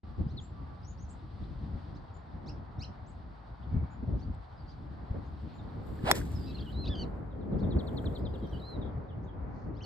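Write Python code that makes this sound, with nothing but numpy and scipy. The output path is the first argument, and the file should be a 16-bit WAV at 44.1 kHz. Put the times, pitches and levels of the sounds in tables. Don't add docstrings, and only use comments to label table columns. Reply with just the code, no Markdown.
import sys
import numpy as np
from scipy import signal
from scipy.fft import rfft, irfft, next_fast_len
from scipy.io import wavfile
from scipy.ndimage import map_coordinates

SR = 44100
rng = np.random.default_rng(int(sys.argv[2]) if len(sys.argv) > 2 else 0)


def generate_wav(signal):
    frames = np.transpose(np.atleast_2d(signal))
    scaled = np.clip(frames, -1, 1) * 32767
    pcm = np.round(scaled).astype(np.int16)
    wavfile.write(sys.argv[1], SR, pcm)


N = 434385


def amp(db):
    return 10 ** (np.asarray(db) / 20)


def unit(x):
    return x / np.sqrt(np.mean(x ** 2) + 1e-20)


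def along(points, hz):
    freqs, values = np.transpose(points)
    return np.interp(np.log(hz + 1), np.log(freqs + 1), values)


def curve(rows):
    return np.interp(np.arange(N) / SR, *np.transpose(rows))


def wobble(rate):
    return map_coordinates(rng.standard_normal(int(N * rate / SR) + 4), [np.arange(N) * rate / SR])


def bell(s, length):
    return .5 ** np.minimum((2 * (np.arange(N) / SR - s) / length) ** 2, 20)


def swells(rows):
    t, power = np.arange(N) / SR, 0
    for s, rise, hold, fall, db in rows:
        below = np.maximum(s - t, 0) / rise + np.maximum(t - s - hold, 0) / fall
        power += amp(db - 20 * np.minimum(below, 10)) ** 2
    return np.sqrt(power)


def filtered(x, response):
    n = x.shape[-1]
    padded = next_fast_len(n + 8192)
    return irfft(rfft(x, padded) * response(np.fft.rfftfreq(padded, 1 / SR)), padded)[..., :n]


def pan(db):
    return amp([[db / 2], [-db / 2]])


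def noise(colour, alike):
    shared, apart = filtered(rng.standard_normal((2, N)), lambda hz: amp(along(colour, hz)))
    turn = np.arccos(np.clip(alike, -1, 1)) / 2
    shared, apart = np.cos(turn) * shared, np.sin(turn) * apart
    return unit(np.array([shared + apart, shared - apart]))


def add(track, s, sound):
    part = track[:, max(round(s * SR), 0):][:, :sound.shape[-1]]
    part += sound[..., :part.shape[-1]]


# (time [s], level [dB])
DISTANT_LEVEL = [(0.0, -60.5), (2.2, -57.5), (5.5, -56.5), (5.95, -54), (6.55, -59), (7.05, -52.5),
                 (7.42, -58.5), (8.5, -54.5), (9.3, -55.5), (9.85, -54)]
TREBLE_LEVEL = [(0.0, -68), (1.1, -69), (1.35, -66), (1.85, -66), (2.25, -71), (4.1, -70), (5.7, -67.5),
                (6.6, -62), (7.2, -79.5), (8.6, -69.5), (9.0, -77), (9.85, -87)]
# (frequency [Hz], level [dB])
DISTANT_COLOUR = [(30, -8), (200, -5.5), (450, -10), (750, 2.5), (1000, -1.5), (1400, -7.5), (2000, -15.5),
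                  (2800, -30), (6000, -47.5), (12000, -74.5)]
TREBLE_COLOUR = [(1200, 12.5), (2400, 1), (3300, 4.5), (4600, 4.5), (5500, -7), (6800, -21.5),
                 (8000, -16.5), (12000, -31.5), (16000, -34.5)]
def air():
    far = amp(curve(DISTANT_LEVEL) + 1 + 1.2 * wobble(4.4)) * noise(DISTANT_COLOUR, alike=0.055)
    hiss = amp(curve(TREBLE_LEVEL) + 3 + 1.1 * wobble(29)) * noise(TREBLE_COLOUR, alike=0.48)
    return far + hiss * pan(0.66)


# (time [s], rise [s], hold [s], fall [s], level [dB])
FAR_TONE = [(.05, 0.027, 0.13, 0.18, -72.5), (.56, 0.06, 0.21, .2, -66.5), (1.3, 0.37, .15, 0.18, -72.5)]
def far_tone(hz=1160):
    phase = 2 * np.pi * hz * np.arange(N) / SR + .5 * wobble(25)
    return swells(FAR_TONE) * unit(np.sin(phase) * amp(1.7 * wobble(20))) * pan(-15)


# (time [s], level [dB])
BREEZE = [(0.0, -43.5), (0.8, -46.5), (1.5, -44), (1.9, -43.5), (2.23, -48), (2.4, -43.5), (3.55, -47),
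          (4.25, -41.5), (4.5, -52), (4.9, -42.5), (5.6, -42.5), (6.05, -40), (6.95, -39), (7.3, -41),
          (7.7, -37), (8.4, -40.5), (9.4, -42), (9.85, -40.5)]
FINE_LEVEL = [(0.0, -69.5), (2.2, -65.5), (2.55, -63.5), (3.2, -68), (4.7, -66), (4.95, -66), (5.12, -55),
              (5.35, -70), (5.8, -54), (6.3, -57), (6.6, -59), (7.05, -48), (7.3, -51.5), (7.55, -43.5),
              (7.8, -42.5), (8.0, -45), (8.3, -47.5), (8.55, -52), (8.75, -46.5), (9.1, -54), (9.85, -54.5)]
# (time [s], length [s], rumble level [dB], swirls over rumble [dB])
GUSTS = [(0.205, 0.03, -28.5, -7.5), (0.26, 0.05, -34, -8.5), (0.34, .06, -39, -11.5),
         (0.614, 0.036, -37, -12.5), (1.022, 0.27, -45.5, -19), (1.424, 0.023, -34, -10.5),
         (1.605, 0.11, -39, -30), (1.743, 0.079, -39.5, -5), (2.48, 0.15, -52.5, 6.5),
         (2.8, 0.039, -38.5, -8.5), (3.765, 0.06, -28, -11), (3.835, .035, -30.5, -10.5),
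         (4.036, 0.014, -40, 6), (4.09, .025, -32.5, -4.5), (4.15, 0.05, -32, -3.5),
         (4.308, 0.076, -37, -16.5), (5.17, 0.05, -37.5, 1), (5.46, .04, -42, 0), (5.78, 0.05, -40.5, 0.5),
         (6.063, .014, -40.5, 5.5), (6.35, 0.069, -34, -26), (6.53, .2, -47.5, -4), (6.85, 0.11, -34.5, -7),
         (7.042, 0.07, -44, 7.5), (7.583, 0.17, -33.5, 1.5), (7.747, 0.084, -32.5, 1.5),
         (7.888, 0.035, -42, 2), (8.078, 0.025, -32, -3.5), (8.245, 0.047, -33, -2.5),
         (8.433, 0.034, -38, 0.5), (8.804, 0.055, -47.5, 6), (8.97, 0.043, -37, -6),
         (9.704, 0.054, -39, 3.5)]
def wind_gains(usual_breeze_db=-41.5, fine_gust_db=-17.5):
    breeze_db = curve(BREEZE) + wobble(11)
    rumble_power = amp(breeze_db) ** 2
    swirl_power = amp(breeze_db - 4.5 + 0.9 * (breeze_db - usual_breeze_db)) ** 2
    fine_power = amp(curve(FINE_LEVEL)) ** 2
    for s, length, db, swirl_db in GUSTS:
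        gust = amp(db) ** 2 * bell(s, length)
        rumble_power += gust
        swirl_power += amp(swirl_db) ** 2 * gust
        fine_power += amp(swirl_db + fine_gust_db) ** 2 * gust
    return np.sqrt([rumble_power, swirl_power, fine_power])


# (frequency [Hz], level [dB])
RUMBLE_COLOUR = [(20, -36.5), (35, -6.5), (58, 5), (100, 1), (160, -6.5), (260, -16.5), (500, -64),
                 (2000, -120)]
SWIRL_COLOUR = [(60, -30), (130, -1.5), (200, 1.5), (300, -1), (450, -13.5), (700, -24), (1300, -35.5),
                (3000, -56), (7000, -110)]
FINE_COLOUR = [(200, -16.5), (400, 8), (550, 4), (750, -4.5), (1100, -15), (2000, -26.5), (5000, -68.5),
               (9000, -110)]
def wind():
    rumble_gain, swirl_gain, fine_gain = wind_gains()
    lumps = wobble(30)
    rumble = rumble_gain * amp(1.6 * lumps - 0.27) * noise(RUMBLE_COLOUR, alike=0.9) * pan(1.5)
    swirls = swirl_gain * amp(1.9 * lumps - 3) * noise(SWIRL_COLOUR, alike=0.45) * pan(1)
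    fine = fine_gain * amp(1.6 * lumps) * noise(FINE_COLOUR, alike=0.1) * pan(0.93)
    return rumble + swirls + fine


# (time [s], level [dB], rough pitch [Hz])
THUMPS = [(0.185, -26.5, 110), (0.265, -23, 156), (5.108, -24.5, 95), (6.0384, -21, 162), (6.124, -28, 172)]
def wind_thumps():
    out = np.zeros((2, N))
    for s, db, hz in THUMPS:
        u = np.linspace(-np.pi, np.pi, round(2 * SR / hz))
        push_pull = -2 * u * np.exp(-u * u)
        add(out, s - 1 / (2 * hz), push_pull * amp(db) * pan(2.5))
    return out


# (frequency [Hz], time to fade by 60 dB [s])
SCRUB_FADE = [(200, .25), (2000, 0.41), (4500, 0.15), (7000, 0.18), (14000, 0.088)]
def scrub_echo(x):
    hz, t, spectrum = signal.stft(rng.standard_normal((2, SR // 2)), SR, nperseg=256)
    fade = amp(-60 * t / along(SCRUB_FADE, hz)[:, None])
    tail = signal.istft(spectrum * fade, SR, nperseg=256)[1]
    return signal.fftconvolve(x, tail / np.linalg.norm(tail[0]), axes=1)[:, :N]


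def among_leaves(sound, echo_db, fade_s=0.2):
    t = np.arange(SR // 6) / SR
    echoes = rng.standard_normal((2, len(t))) * amp(-60 * t / fade_s) * (1 - np.exp(-t / 0.0031))
    response = (t == 0) + amp(echo_db) * echoes / np.linalg.norm(echoes[0])
    return signal.fftconvolve(sound, response, axes=1)


def glide(length, start, middle, end, waver):
    progress = np.linspace(0, 1, max(round(length * SR), 16))
    hz = np.polyval(np.polyfit([0, .5, 1], [start, middle, end], 2), progress)
    points = rng.standard_normal(256)
    shake = map_coordinates(points, [progress * length * 160], mode="mirror")
    drift_db = map_coordinates(points[::-1], [progress * length * 40], mode="mirror")
    return hz * (1 + waver * shake), np.abs(np.sin(np.pi * progress)) ** 0.62 * amp(drift_db)


def flutter(samples, rate):
    return map_coordinates(rng.standard_normal(256), [np.arange(samples) * rate / SR], mode="mirror")


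def whistle(length, start, middle, end, waver, ragged=1):
    hz, swell = glide(length, start, middle, end, waver)
    flutter_db = 1.5 * ragged * flutter(len(hz), 450)
    phase = 2 * np.pi * np.cumsum(hz) / SR + .2 * ragged * flutter(len(hz), 450)
    return np.sqrt(2) * swell * amp(flutter_db) * np.sin(phase)


# (frequency over the throat's own [ratio], level [dB])
THROAT = [(.3, -33), (.5, -12.5), (.7, -6.5), (1, -1.5), (1.2, -18), (1.45, -24), (1.8, -20.5),
          (2.3, -50.5)]
def reed(length, start, middle, end, throat_hz, rough=.065, waver=0.0046):
    hz, swell = glide(length, start, middle, end, waver)
    harmonic = np.arange(1, 6)[:, None]
    ratio = harmonic * hz / throat_hz
    gain = amp(np.interp(ratio, *np.transpose(THROAT))) / (1 + (ratio / 1.5) ** 14)
    rasp = amp(3.5 + 2 * flutter(len(hz), 700))
    phase = 2 * np.pi * np.cumsum(hz) / SR + rough * flutter(len(hz), 700)
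    return swell * rasp * (gain * np.sin(harmonic * phase)).sum(0)


# (time [s], length [s], level [dB])
TWITTER = [(6.42, 0.35, -72), (8.326, .36, -71)]
def twitter(count=8, usual_hz=3900, spread_octaves=0.34, note_s=0.037):
    for s, length, db in TWITTER:
        for k, (pitch, slide, side) in enumerate(rng.standard_normal((count, 3))):
            hz = usual_hz * 2 ** (spread_octaves * np.clip(pitch, -1.5, 1.5))
            step = 2 ** (0.14 * slide)
            note = whistle(note_s, hz / step, hz, hz * step, waver=0.018)
            yield s + length * k / count, db, pan(3 * side) * note


# (time [s], length [s], top pitch [Hz], depth [share of the top], level [dB])
ARCHES = [(0.862, 0.065, 6790, 0.19, -63), (0.966, 0.095, 6600, 0.45, -67), (1.087, 0.037, 8330, .17, -67),
          (1.092, 0.044, 7600, 0.34, -65.5), (2.136, 0.042, 7140, 0.12, -72),
          (3.057, 0.057, 7700, 0.36, -69), (3.902, 0.041, 7060, 0.1, -73),
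          (4.219, 0.026, 4560, 0.054, -66.5), (4.655, 0.083, 4640, .06, -69),
          (5.53, 0.061, 7100, 0.046, -75.5), (6.853, 0.027, 3710, .27, -49)]
# (time [s], length [s], start [Hz], end [Hz], level [dB], left over right [dB])
SLIDES = [(0.398, 0.074, 6740, 7720, -67, 1), (0.828, 0.037, 4670, 6100, -66, 9),
          (2.842, 0.014, 4300, 3900, -51.5, -4), (3.668, .22, 2200, 2250, -74.5, -12),
          (3.89, 0.055, 2300, 2680, -74.5, -11), (4.562, 0.07, 4990, 4460, -72, 0),
          (6.348, 0.032, 5480, 4980, -62.5, -13), (6.387, 0.13, 4830, 4770, -61, -12),
          (6.419, 0.06, 3280, 4100, -69, -5), (6.5, .018, 4900, 4200, -61, 3),
          (6.504, .016, 3900, 3020, -66, -2), (6.521, 0.015, 3070, 3600, -67, -2),
          (6.543, 0.022, 4400, 4120, -50, -2), (6.563, 0.019, 2940, 2650, -59.5, 1),
          (6.582, 0.011, 4380, 3450, -52, -2), (6.605, 0.012, 4800, 4100, -52, 1),
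          (6.874, 0.021, 3850, 5100, -48.5, 3), (8.102, 0.11, 3200, 5300, -73, -21.5),
          (8.174, 0.17, 4900, 4840, -78, 12), (8.394, 0.087, 3450, 3030, -66.5, 4),
          (8.44, 0.11, 6030, 5350, -83, 10), (8.522, .06, 4750, 4480, -70, 0),
          (9.821, 0.018, 6600, 4800, -64, 0)]
def calls(fall_back=0.56):
    for s, length, top, depth, db in ARCHES:
        start, end = top * (1 - depth), top * (1 - fall_back * depth)
        yield s, db, pan(-1) * whistle(length, start, top, end, waver=0.025)
    for s, length, start, end, db, side_db in SLIDES:
        yield s, db, pan(side_db) * whistle(length, start, np.sqrt(start * end), end, waver=.015)


# (time [s], length [s], middle pitch [Hz], throat [Hz], level [dB])
CHIRPS = [(0.258, 0.07, 1745, 4970, -66), (1.417, 0.037, 1740, 4000, -67), (1.933, 0.045, 1810, 5150, -66),
          (2.461, 0.044, 2230, 5220, -54), (2.789, 0.056, 2350, 5030, -46.5),
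          (3.606, 0.04, 2900, 3600, -67), (4.171, 0.054, 1750, 5540, -70),
          (4.668, 0.061, 1650, 5170, -66.5), (7.576, 0.037, 1730, 4800, -64.5),
          (8.663, .046, 2220, 6540, -80), (5.233, 0.038, 2750, 7000, -77.5), (9.21, 0.048, 2820, 6400, -77),
          (9.735, 0.067, 1620, 4820, -67.5)]
def chirps(growth_db=17):
    for s, length, hz, throat_hz, db in CHIRPS:
        chirp = reed(length, .73 * hz, hz, 1.36 * hz, throat_hz, rough=.13, waver=0.0059)
        yield s, db, pan(-.6) * chirp * amp(growth_db * np.linspace(-.5, .5, len(chirp)))


# (time [s], length [s], start [Hz], end [Hz], level [dB])
PIPS = [(0.37, 0.033, 4500, 3150, -48.5), (5.58, 0.028, 4250, 3450, -65), (5.682, .026, 4550, 3420, -66),
        (7.3, 0.039, 4300, 3100, -71.5), (7.404, .032, 4400, 3100, -70.5),
        (7.514, 0.037, 4500, 3090, -69.5), (7.62, 0.032, 4600, 3120, -66), (7.702, 0.038, 4600, 3080, -57),
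        (7.786, 0.03, 4700, 3060, -52), (7.868, 0.028, 4650, 3050, -54), (7.968, 0.027, 4600, 3070, -49),
        (8.053, 0.027, 4550, 3070, -50), (8.151, 0.029, 4500, 3070, -51.5), (8.249, .033, 4350, 3070, -55),
        (8.337, 0.029, 4300, 3020, -59), (8.43, .032, 4300, 3030, -65.5), (8.811, 0.029, 4100, 3170, -61),
        (8.852, .034, 4100, 3120, -66), (9.082, 0.044, 4050, 2720, -67.5), (9.264, .05, 3950, 2900, -70)]
def pips(sag=.98):
    for s, length, start, end, db in PIPS:
        pip = whistle(length, start, sag * np.sqrt(start * end), end, waver=0.01)
        yield s, db, pan(3.4) * np.array([pip, np.roll(pip, 3)])


# (time [s], length of the long whistle [s], level [dB])
PHRASES = [(6.637, 0.14, -50.5), (8.507, 0.16, -52.5)]
# (time [s], length [s], start [Hz], middle [Hz], end [Hz], throat [Hz], roughness [rad], level [dB])
FLOURISHES = [(6.464, 0.065, 1337, 1317, 1290, 4000, 0.14, -56),
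              (6.589, 0.018, 1510, 1670, 1820, 3520, .25, -55),
              (6.614, 0.022, 1640, 1590, 1710, 3400, .25, -55),
              (6.835, 0.018, 1380, 1297, 1260, 3970, .1, -54),
              (6.85, 0.014, 1505, 1526, 1570, 4430, .5, -50),
              (6.868, 0.025, 1595, 1253, 1600, 4430, 0.25, -49.5),
              (6.89, 0.071, 1710, 1716, 1480, 3680, 0.035, -45),
              (6.95, 0.013, 1520, 1530, 1510, 4300, 0.33, -47.5),
              (6.961, 0.0454, 1596, 1553, 1460, 4220, .05, -45.5),
              (6.99, .056, 1417, 1516, 1250, 4495, 0.036, -47),
              (9.802, 0.035, 2100, 3130, 2740, 3900, .05, -50.5),
              (9.833, 0.039, 1570, 1437, 1400, 4480, .08, -50)]
def song(dip_s=0.093, dip_hz=1454, flick_s=0.01, flick_hz=4080, long_hz=4160):
    side, dip_edge, long_edge = pan(-1.2), 1.33 * dip_hz, 0.89 * long_hz
    for s, length, db in PHRASES:
        dip = reed(dip_s, dip_edge, dip_hz, dip_edge, throat_hz=3080)
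        flick = whistle(flick_s, long_edge, flick_hz, long_hz, waver=.006)
        held = whistle(length, long_edge, long_hz, long_edge, waver=0.003, ragged=.2)
        yield s, db - 4.5, side * dip
        yield s + dip_s - flick_s / 2, db - 4.5, side * flick
        yield s + dip_s + flick_s, db, side * held
    for s, *note, db in FLOURISHES:
        yield s, db, side * reed(*note)


def birds(hidden_below_db=-63.5):
    near, hidden = np.zeros((2, N)), np.zeros((2, N))
    kinds = [(calls(), -14), (pips(), -19.5), (chirps(), -4), (song(), -17.5), (twitter(), -14)]
    for notes, echo_db in kinds:
        for s, db, sound in notes:
            depth = np.arctan(amp(hidden_below_db - db))
            add(near, s, amp(db) * np.cos(depth) * among_leaves(sound, echo_db))
            add(hidden, s, amp(db) * np.sin(depth) * sound)
    hidden *= amp(1 + 5 * np.array([wobble(160), wobble(160)]))
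    return near + amp(-14) * hidden + scrub_echo(amp(-23) * near + amp(-6) * hidden)


# (time [s], rise [s], hold [s], fall [s], level [dB])
SCOLD = [(9.56, .12, 0.086, 0.094, -78.5)]
# (frequency [Hz], level [dB])
SCOLD_COLOUR = [(1500, -60), (2500, -34), (4400, 2.5), (5300, -3), (6500, -9), (7300, -14), (9000, -60)]
def scold():
    return swells(SCOLD) * amp(2 * wobble(120)) * noise(SCOLD_COLOUR, alike=0.27)


# (time [s], rise [s], hold [s], fall [s], level [dB])
MOVES = [(5.8, 1.6, .01, .1, -99), (5.88, 0.082, 0.53, 0.79, -83.5), (6.98, .08, 0.0091, 0.26, -95),
         (7.88, 0.35, 0.31, 0.058, -86), (8.33, 0.15, 0.39, 0.18, -93)]
BACKSWING = [(5.495, .09, .045, .14, -66)]
# (frequency [Hz], level [dB])
RUSTLE_COLOUR = [(1000, -6.5), (4000, 2.5), (6000, -15), (7200, 6.5), (9200, 2), (10300, -26.5),
                 (11500, 6.5), (13500, 1.5), (14600, -15), (16000, -21.5)]
SLEEVE_COLOUR = [(100, -20), (500, -5), (1400, 2), (2500, 0), (4400, 0), (6000, -20), (10000, -60)]
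def rustle():
    crackle = amp(10.5 + 4 * wobble(400) + 1.8 * wobble(25))
    moves = swells(MOVES) * crackle * noise(RUSTLE_COLOUR, alike=.1)
    return moves + swells(BACKSWING) * noise(SLEEVE_COLOUR, alike=.5)


# (time [s], level [dB], pitch [Hz])
TICKS = [(5.991, -45, 1600), (6.1098, -31, 4350), (6.214, -37, 1580), (4.347, -67, 7840),
         (8.043, -42, 1550), (8.703, -67, 11040)]
def ticks(fade_s=0.02, rise_s=0.00027):
    out, t = np.zeros((2, N)), np.arange(SR // 20) / SR
    for s, db, hz in TICKS:
        tone = np.sin(2 * np.pi * hz * t + np.cumsum(rng.normal(0, .1, len(t))))
        add(out, s, amp(db - 60 * t / fade_s) * (1 - np.exp(-t / rise_s)) * tone)
    return out


# (time [s], rise [s], hold [s], fall [s], level [dB])
THUDS = [(5.145, 0.017, 0.02, 0.025, -44), (6.105, 0.043, 0.028, 0.018, -35),
         (6.155, .012, 0.03, 0.029, -45)]
# (frequency [Hz], level [dB])
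THUD_COLOUR = [(100, -20.5), (220, -2), (420, 3), (650, -6), (1000, -11), (2500, -42.5), (6000, -110)]
def thuds():
    return swells(THUDS) * noise(THUD_COLOUR, alike=0.26)


# (frequency [Hz], lead of the left side [rad])
LEFT_LEAD = [(100, -3.4), (450, 2.1), (690, -0.35), (1210, -2.5), (2670, 3), (3790, 1.5), (5000, 1.3),
             (7670, 6), (8870, 5.5), (11800, 8), (13200, 14.5), (16200, 17.5)]
def from_golfer(x):
    return filtered(x, lambda hz: np.exp(.5j * along(LEFT_LEAD, hz) * np.array([[1], [-1]])))


# (time [s], rise [s], hold [s], fall [s], level [dB])
SPRAY = [(6.115, .002, .001, 0.025, -51), (6.151, .008, 0.02, 0.055, -42), (6.2, .02, .01, 0.36, -61),
         (6.322, 0.05, .012, 0.07, -63)]
# (frequency [Hz], level [dB])
TURF_COLOUR = [(400, 0), (1500, 6), (3500, 3), (6000, 0), (8000, 3.5), (10000, -11), (12500, 1.5),
               (16000, -15)]
def turf_spray():
    clumps = amp(2.2 * wobble(600) + .8 * wobble(60))
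    return from_golfer(swells(SPRAY) * clumps * noise(TURF_COLOUR, alike=0.93))


# (time [s], pitch [Hz])
SHAFT_PITCH = [(5.98, 254.3), (6.05, 377.5), (6.07, 493.3), (6.093, 697), (6.109, 825), (6.125, 463.7),
               (6.19, 349), (6.27, 245.6)]
def shaft_whistle(db_per_octave=13):
    t, hz = np.arange(N) / SR, curve(SHAFT_PITCH)
    swinging = (t > SHAFT_PITCH[0][0]) & (t < SHAFT_PITCH[-1][0])
    phase = 2 * np.pi * np.cumsum(hz) / SR + 0.41 * wobble(220)
    tone = unit(np.array([np.sin(phase + wobble(300)) * amp(2.1 * wobble(180)) for side in range(2)]))
    speed_db = -28 + db_per_octave * np.log2(hz / hz.max())
    flare_db = 13.5 * bell(6.0925, length=0.0027)
    return swinging * amp(speed_db + flare_db) * tone


# (time [s], rise [s], hold [s], fall [s], level [dB])
HEAD_SWISH = [(6.073, .032, .036, .014, -32)]
HEAD_HISS = [(6.1, .055, .009, .004, -49)]
# (frequency [Hz], level [dB])
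SWISH_COLOUR = [(200, -18.5), (400, 2), (600, 3.5), (1100, 8.5), (1900, -2), (2800, -1), (4800, -11),
                (6500, -23.5), (8500, -23.5), (13000, -31.5), (16000, -34.5)]
HISS_COLOUR = [(2500, -24), (4400, -0.5), (6000, -7.5), (8000, 1.5), (10200, -12), (12200, -4),
               (15000, -14)]
def swing():
    shaft = shaft_whistle()
    swish = swells(HEAD_SWISH) * noise(SWISH_COLOUR, alike=0.94)
    hiss = swells(HEAD_HISS) * noise(HISS_COLOUR, alike=1)
    return from_golfer(shaft + swish + hiss) * pan(-1.7)


# (time [s], level [dB], time to fade by 60 dB [s])
BLOWS = [(6.112, -18, .008), (6.1135, -3.5, .0058), (6.1178, -16.5, .009)]
# (frequency [Hz], level [dB])
CRACK_COLOUR = [(200, -24), (700, -2.5), (2000, 3.5), (3100, -5), (4200, -10.5), (6500, -5), (8500, -5.5),
                (10500, -3), (14500, -3.5), (16000, -17)]
# (frequency [Hz], level [dB], time to fade by 60 dB [s])
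RING_TONES = [(667, -18.5, .02), (950, -5.5, 0.018), (1400, 4.5, 0.0043), (1977, 0, 0.0091),
              (2590, -10, 0.007), (3392, -14, 0.036), (3826, -18, .035), (4221, -19.5, .03),
              (5350, -9.5, 0.022), (6760, -19.5, 0.028), (7800, -16.5, 0.013), (10900, -16, .008)]
def strike(click_s=.00004, click_delay_s=0.00055):
    crack, ring, t = np.zeros((2, N)), np.zeros((2, N)), np.arange(SR // 10) / SR
    for s, db, fade_s in BLOWS:
        grit = unit(filtered(rng.standard_normal((2, len(t))), lambda hz: amp(along(CRACK_COLOUR, hz))))
        add(crack, s, amp(db - 8 - 60 * t / fade_s) * grit)
    hit_s, hit_db, _ = BLOWS[1]
    hit_gain = amp(hit_db - 5.5)
    click = (1 - t / click_s) * np.exp(-t / click_s)
    add(crack, hit_s + click_delay_s, hit_gain * click * pan(2))
    tones = sum((-1) ** k * amp(db - 60 * t / fade_s) * np.sin(2 * np.pi * hz * t)
                for k, (hz, db, fade_s) in enumerate(RING_TONES))
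    add(ring, hit_s, hit_gain * tones * pan(-1.6))
    return np.array([crack[0] + np.roll(ring[0], 5), np.roll(crack[1], 10) + ring[1]])


def scene():
    club = swing() + strike()
    club_echo = amp(-22.5) * scrub_echo(club)
    birdlife = birds() + scold()
    tee = ticks() + turf_spray() + rustle() + thuds()
    background = air() + far_tone() + wind() + wind_thumps()
    return background + birdlife + tee + club + club_echo


def record(dry, silence_s=0.031, top_hz=15600):
    fade_in = np.clip((np.arange(N) / SR - silence_s) / .005, .01, 1)
    return filtered(dry * fade_in, lambda hz: 1 / np.sqrt(1 + (hz / top_hz) ** 120))


dry = scene()
out = record(dry)
generate_wav(out)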